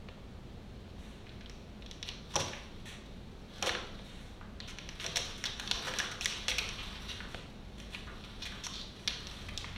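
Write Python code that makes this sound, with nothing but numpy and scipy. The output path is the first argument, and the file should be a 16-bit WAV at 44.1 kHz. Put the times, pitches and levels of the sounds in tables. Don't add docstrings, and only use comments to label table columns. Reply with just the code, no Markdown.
import sys
import numpy as np
from scipy import signal
from scipy.fft import rfft, irfft, next_fast_len
from scipy.io import wavfile
from scipy.ndimage import uniform_filter1d, map_coordinates

SR = 44100
rng = np.random.default_rng(int(sys.argv[2]) if len(sys.argv) > 2 else 0)


def unload_wav(signal):
    wavfile.write(
        sys.argv[1],
        SR,
        np.round(np.clip(np.atleast_2d(signal).T, -1, 1) * 32767).astype(np.int16),
    )


N = 430857

# pitch_hz [Hz], relative density_db [dB per Hz]
HUM_SHAPE = [(12, -38), (20, 1.5), (36, -8.5), (55, -11.5), (134, -10), (163, -14), (198, -10.5),
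             (310, -20), (357, -17.5), (759, -25.5), (949, -29.5), (1030, -29.5), (1860, -34.5),
             (4060, -35), (16000, -59)]
# pitch_hz [Hz], width_hz [Hz], level_db before the deep part is levelled [dB]
HUM_DRONES = [(53, 12.3, -55), (85.7, 7, -60.5), (198.2, 52, -60)]
# time_s [s], level_db [dB]
DEEP_HUM_LEVEL = [(0, -50.5), (3.4, -52.5), (5.25, -50), (9.36, -51), (9.55, -44.5), (9.77, -49)]
HUM_DB = -50

# pitch_hz [Hz], width_hz [Hz], level_db [dB]
FILM_BANDS = [(1400, 1440, -17), (2700, 2940, -2.5), (3840, 2110, 3), (5740, 970, -2), (8530, 8300, -17.5)]
# time_s [s], level_db of the crisp bands [dB]
HANDLING_LEVEL = [(0, -83), (1.2, -71.5), (2.2, -74), (2.35, -51.5), (2.7, -67), (3.4, -71.5), (3.6, -55),
                  (3.9, -64.5), (4.55, -75.5), (5.3, -49.5), (5.42, -72), (5.62, -52.5), (5.95, -48),
                  (6.18, -62), (6.35, -56), (6.46, -58), (6.65, -51.5), (6.95, -54), (7.6, -70),
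                  (8.35, -59.5), (8.95, -62), (9.3, -56.5), (9.77, -62.5)]
RUSTLE_LOW_DB = -9

# pitch_hz [Hz], t60_s [s]
HALL_DECAY = [(200, 0.62), (1000, 0.64), (3500, 0.57), (6000, 0.58), (12000, 0.25)]
# pitch_hz [Hz], level_db [dB]
HALL_TONE = [(300, 12), (2000, 0), (3700, 2.5), (5700, -3), (10000, -0.5)]

# pitch_hz [Hz], width_hz when free [Hz], level_db [dB]
GATE_MODES = [(124, 47, -1), (304, 26, -18), (383, 25, -8), (494, 19.7, 3), (538, 78, -2.5), (633, 33, -12),
              (670, 23, -6.5), (856, 32, -4.5), (960, 165, -8), (1400, 860, -18)]
# start_s [s], peak_db [dB], rattle_ms [ms], thump_db added to the first mode [dB],
# damping, how much the leaning cat widens the modes [factor]
GATE_KNOCKS = [(0.0866, -38, 2.8, -8, 2.2), (2.356, -24, 7.6, -4, 1.54), (2.363, -26, 17, -10, 2.4),
               (2.39, -31.5, 25, 5, 2.7), (3.624, -29, 59, -16, 2.3), (3.669, -29, 18, -19, 2.5),
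               (3.989, -43, 36, -21, 3.1), (5.041, -37.5, 20, -7, 1.7), (5.165, -34.5, 30, -8, 2.2),
               (5.771, -37.5, 9.2, -3, 1.7), (5.87, -35.5, 24, -6, 1.4), (6.481, -34, 6.6, -12, 1.6),
               (7.3459, -27, 2.2, -8, 2.34)]
GATE_HALL_DB = -4.5

# start_s [s], strength_db [dB], fold_hz [Hz], low_db and bright_db against the body [dB]
CREASE_SNAPS = [(0.0871, -20.5, 1250, 3, -11), (1.268, -25, 2250, 9, -20), (1.293, -21.5, 2640, -25, -22),
                (1.4094, -19, 2240, 1, -11), (1.46, -19, 2670, -20, -10), (1.4968, -19.5, 2610, 3, 3.5),
                (1.8228, -19, 2480, 0, -15), (1.862, -15.5, 2520, -6, -7), (1.9122, -15.5, 1440, -30, 2.5),
                (2.028, -3, 2620, -3.5, -5.5), (2.0889, -3, 2700, 0.5, -5.5), (2.3628, -3, 1160, -23, 6.5),
                (2.533, -22.5, 2280, 17, -29), (3.5835, -23, 1640, -4, -1), (3.6256, -1.5, 1470, -22, 4),
                (3.6615, -9.5, 1820, -4, 7.5), (3.6931, 0, 1680, 3, -5), (3.7508, -9, 1410, 7.5, -19),
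                (3.9914, -20, 2590, -28, -34), (4.412, -35.5, 1400, 21.5, -20),
                (4.6028, -4.5, 2600, -3, -35), (4.786, -9.5, 1920, -3, -4.5), (4.89, -13.5, 1980, 1, 1),
                (4.999, -7.5, 2750, -31, -22), (5.0434, -6, 1500, -5.5, -2), (5.064, -4, 1940, -26, 1),
                (5.1699, -0.5, 2070, -3.5, 7), (5.177, -12.5, 2260, -15, 11), (5.44, -6.5, 1800, 4.5, 3.5),
                (5.676, -5, 2540, -9, -9), (5.7129, 9.5, 2740, -2, -3.5), (5.938, -10.5, 1980, 2.5, 0),
                (5.987, -5, 2610, -14, 7.5), (6.001, -6.5, 1670, 10.5, 1.5), (6.21, -12.5, 2700, 10.5, 7),
                (6.246, -12, 2310, -2, 10), (6.2577, 2, 2130, -1.5, 5.5), (6.4827, 2, 2350, 2, 1),
                (6.5151, -5, 1990, -2, -7), (6.591, 1.5, 2700, -6, -28), (6.6414, -9, 2560, 4.5, -21),
                (6.69, -8.5, 2600, -23, 0.5), (7.2043, -31, 1670, 25, -17), (7.3454, -25, 2920, 17.5, -22),
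                (7.801, -20.5, 2340, 0, 2), (7.948, -15, 2780, 9, -29), (8.2392, -19.5, 2300, 2, -20),
                (8.5226, -27, 1450, 17.5, -18), (8.6669, -10.5, 1150, 0, 6.5), (9.0761, 2, 1550, -8, -2),
                (9.27, -12.5, 1960, -3, -1), (9.3129, -12.5, 2640, 3.5, -16), (9.576, -9.5, 5600, 6.5, -14),
                (9.644, -14, 1930, 8.5, -24), (9.7614, -14.5, 2050, 3, -25)]
SNAP_HALL_DB = -12.5
HALL_LAGS = 0.089

# start_s [s], length_ms [ms], level_db [dB]
FUR_SWEEPS = [(0.969, 230, -62), (2.854, 57, -47), (4.03, 310, -60), (5.377, 14, -45.5),
              (6.215, 136, -49.5), (6.7, 270, -66), (7.08, 53, -50), (7.28, 120, -57), (7.777, 40, -53.5),
              (7.9, 86, -55), (8.989, 76, -60), (9.3, 150, -58)]
# fold_hz [Hz], low_db, bright_db and air_db against the body [dB]
SWEEP_COLOUR = (1800, -1, -5, -7.5)
SWEEP_RISE, SWEEP_HALL_DB = 0.051, -2

# start_s [s], length_ms [ms], rise_share of the length [0-1], level_db [dB],
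# fold_hz [Hz], low_db and bright_db against the body [dB]
CRACKLE_RUNS = [(2.04, 51, 1, -34, 1900, -9, -15), (2.338, 11.3, 0.14, -39.5, 1090, 6, 2),
                (2.356, 5.4, 0.057, -32.5, 1100, -9, 18), (2.392, 28, 0.23, -30.5, 1570, -6, 2),
                (3.626, 40, 0.046, -36.5, 1500, -3, -10), (3.664, 29, 0.068, -26.5, 1780, -28, -6.5),
                (4.668, 51, 0.27, -41.5, 1490, -1.5, 0), (4.999, 83, 0.04, -37.5, 1640, -2.5, -5),
                (5.158, 7.1, 0.033, -17.5, 2700, -1, -7), (5.454, 22, 0.025, -29.5, 3620, 4, 0),
                (5.594, 8.4, 0.73, -25.5, 1400, 0, -5), (5.867, 30, 0.095, -33, 1550, 1.5, -1),
                (5.988, 15.5, 0.12, -26.5, 1930, -2, -10), (6.111, 19, 0.11, -36, 1520, 1, 1),
                (6.211, 36, 0.093, -33, 2480, -7, -6), (6.28, 97, 0.24, -43.5, 3240, 12, -15),
                (6.484, 33, 0.14, -25.5, 2270, -13, -5), (6.581, 10.6, 0.21, -20.5, 2630, 5, -4.5),
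                (6.77, 69, 0.28, -52.5, 2880, 17.5, -16), (6.932, 46, 0.55, -49, 3300, 12, -15),
                (7.069, 58, 0.38, -40, 3300, 8.5, -7), (7.91, 54, 0.58, -36.5, 2440, -2.5, -33),
                (8.059, 64, 0.24, -55, 1470, 15.5, -22), (8.415, 34, 0.22, -37, 3460, 7, -5),
                (8.45, 29, 0.14, -34, 1740, -8.5, -8), (8.635, 35, 0.073, -37.5, 1700, -15, 7),
                (8.71, 130, 0.25, -48, 4430, 10.5, -18), (9.076, 5.5, 0.041, -20.5, 4270, -1.5, -13),
                (9.485, 8, 0.26, -33.5, 2370, 6, -14)]
CRACKLE_HALL_DB, CRACKLE_AIR_DB = -11, -13.5
AIR_FOLLOWS = 0.13
RUN_SPIKY_DB = 7.5

# pitch_hz [Hz], level_db [dB]
MIC_RESPONSE = [(3000, 0.5), (4300, -0.5), (4900, -5), (5700, -3), (7000, -3.5), (11000, -8), (14000, -11),
                (16000, -17)]
TOP_HZ = 16000


def amp(db):
    return 10 ** (np.asarray(db) / 20)


def unit(x):
    return x / np.sqrt(np.mean(x ** 2) + 1e-20)


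def along(points, hz):
    f, value = np.transpose(points)
    return np.interp(np.log(hz + 1), np.log(f + 1), value)


def over_time(points):
    return np.interp(np.arange(N) / SR, *np.transpose(points))


def filtered(x, response):
    size = next_fast_len(len(x) + 8192)
    return irfft(rfft(x, size) * response(np.fft.rfftfreq(size, 1 / SR)), size)[:len(x)]


def resonance(f, hz, width, db):
    return amp(db) * 1j * f * width / (hz * hz - f * f + 1j * f * width)


def steep(f, hz, width, db):
    return resonance(f, hz, width, db) * resonance(f, hz, width, 0)


def cracks(count, spiky_db):
    sizes = amp(spiky_db * rng.standard_normal(count))
    return unit(rng.standard_normal(count) * sizes)


def burst(ms, count, spiky_db, share):
    decay = np.exp(-1000 * np.arange(count) / SR / max(ms, .1))
    x = share * cracks(count, spiky_db) * decay
    x[0] = 1
    return x


def empty_paths():
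    return np.zeros(N + SR), np.zeros(N + SR)


def add(near, feed, start_s, direct, far):
    start = round(start_s * SR)
    near[start:][:len(direct)] += direct
    feed[start:][:len(far)] += far


def hum():
    broad = unit(filtered(rng.standard_normal(N), lambda f: amp(along(HUM_SHAPE, f))))
    steady = amp(HUM_DB) * broad
    for hz, width, db in HUM_DRONES:
        drone = filtered(rng.standard_normal(N), lambda f: steep(f, hz, width, 0))
        steady += amp(db) * unit(drone)
    deep = filtered(steady, lambda f: 1 / (1 + (f / 110) ** 6))
    return steady - deep + amp(over_time(DEEP_HUM_LEVEL)) * unit(deep)


def film(fold_hz, low_db, bright_db, air_db):
    _, body, top, bright, air = FILM_BANDS

    def response(f):
        fold = resonance(f, fold_hz, 0.4 * fold_hz, 0) / (1 + 1j * f / (1.76 * fold_hz)) ** 2
        return (amp(low_db + 5) * fold - steep(f, *body) + steep(f, *top)
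                - amp(bright_db + 8.5) * steep(f, *bright) + amp(air_db + 23.5) * steep(f, *air))
    return response


def rustle():
    clumps = map_coordinates(rng.standard_normal(N // 500 + 4), [np.arange(N) / 500])
    stream = cracks(count=N, spiky_db=7.5) * amp(3.27 * clumps)
    z = signal.stft(stream, nperseg=256)[2]
    patches = uniform_filter1d(rng.standard_normal(z.shape), size=5, axis=0)
    patches = uniform_filter1d(patches, size=16, axis=1)
    stream = signal.istft(z * amp(1.8 * unit(patches)), nperseg=256)[1][:N]
    low = unit(filtered(stream, lambda f: resonance(f, *FILM_BANDS[0])))
    crisp = unit(filtered(stream, film(1490, -15.5, -6.5, -16.5)))
    return amp(over_time(HANDLING_LEVEL)) * (crisp + amp(RUSTLE_LOW_DB) * low)


def floor_echo(x, ms=4.1, db=-4, dull_hz=4600):
    def bounce(f):
        delay = np.exp(-2j * np.pi * f * ms / 1000)
        return amp(db) * delay / (1 + (f / dull_hz) ** 6) ** .5
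    return x + filtered(x, bounce)


def hall(x, rise_ms=25, count=5):
    out = np.zeros(N)
    turn = np.arange(N) // (SR // 5) % count
    for k in range(count):
        hz, t, z = signal.stft(rng.standard_normal(SR), SR, nperseg=256)
        decay_db = along(HALL_TONE, hz)[:, None] - 60 * t / along(HALL_DECAY, hz)[:, None]
        swell = 1 - 0.43 * np.exp(-(1000 * t / rise_ms) ** 2)
        tail = signal.istft(z * amp(decay_db) * swell, SR, nperseg=256)[1]
        out += signal.fftconvolve(x * (turn == k), tail / np.linalg.norm(tail))[:N]
    return out


def gate():
    near, feed = empty_paths()
    for start_s, peak_db, rattle_ms, thump_db, damping in GATE_KNOCKS:
        def wood(f):
            modes = 0
            for k, (hz, width, db) in enumerate(GATE_MODES):
                modes = modes + (-1) ** k * resonance(f, hz, damping * width, db + thump_db * (k == 0))
            return modes / (1 + 1j * f / 2500)
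        knock = filtered(burst(rattle_ms, count=16384, spiky_db=5, share=0.11), wood)
        knock = amp(peak_db) * knock / np.abs(knock).max()
        far = amp(GATE_HALL_DB) * knock / damping
        add(near, feed, start_s, knock, far)
    return near[:N], feed[:N]


def snaps():
    near, feed = empty_paths()
    for start_s, db, fold_hz, low_db, bright_db in CREASE_SNAPS:
        air_db = 1.17 * bright_db - 19
        colour = film(fold_hz, low_db, bright_db, air_db)
        snap = burst(1.75, count=2048, spiky_db=2.5, share=0.21)
        direct = amp(db) * filtered(snap / np.linalg.norm(snap), colour)
        click = np.arange(len(snap)) == 0
        hall_db = SNAP_HALL_DB - HALL_LAGS * db
        add(near, feed, start_s, direct, amp(db + hall_db) * filtered(click, colour))
    return near[:N], feed[:N]


def crack_run(near, feed, start_s, ms, rise, db, colour, hall_db):
    u = 1000 * np.arange(SR // 2) / SR / ms
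    stroke = np.minimum(u / rise, 1) ** 2 * np.exp(-.7 * np.maximum(u - rise, 0) - u ** 6)
    run = stroke * cracks(count=len(u), spiky_db=RUN_SPIKY_DB)
    run *= np.linalg.norm(stroke) / np.linalg.norm(run)
    run = amp(db) * filtered(run, colour)
    add(near, feed, start_s, run, amp(hall_db) * run)


def sweeps():
    near, feed = empty_paths()
    for start_s, ms, db in FUR_SWEEPS:
        crack_run(near, feed, start_s, ms, SWEEP_RISE, db, film(*SWEEP_COLOUR), SWEEP_HALL_DB)
    return near[:N], feed[:N]


def crackle():
    near, feed = empty_paths()
    for start_s, ms, rise, db, fold_hz, low_db, bright_db in CRACKLE_RUNS:
        air_db = CRACKLE_AIR_DB + AIR_FOLLOWS * bright_db
        colour = film(fold_hz, low_db, bright_db, air_db)
        crack_run(near, feed, start_s, ms, rise, db, colour, CRACKLE_HALL_DB)
    return near[:N], feed[:N]


def scene():
    handling = rustle()
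    knock, knock_feed = gate()
    snap, snap_feed = snaps()
    sweep, sweep_feed = sweeps()
    run, run_feed = crackle()
    close = snap + sweep + run + handling
    wet = amp(9) * (snap_feed + sweep_feed + run_feed) + amp(3) * handling + knock_feed
    return (hum() + floor_echo(close) + knock + hall(wet))[None]


def record(dry):
    hiss = amp(-72) * filtered(rng.standard_normal(N), lambda f: 1 / (1 + f / 9000))
    coloured = filtered(dry[0], lambda f: amp(along(MIC_RESPONSE, f)))
    return filtered(coloured + hiss, lambda f: f < TOP_HZ)[None]


dry = scene()
out = record(dry)
unload_wav(out)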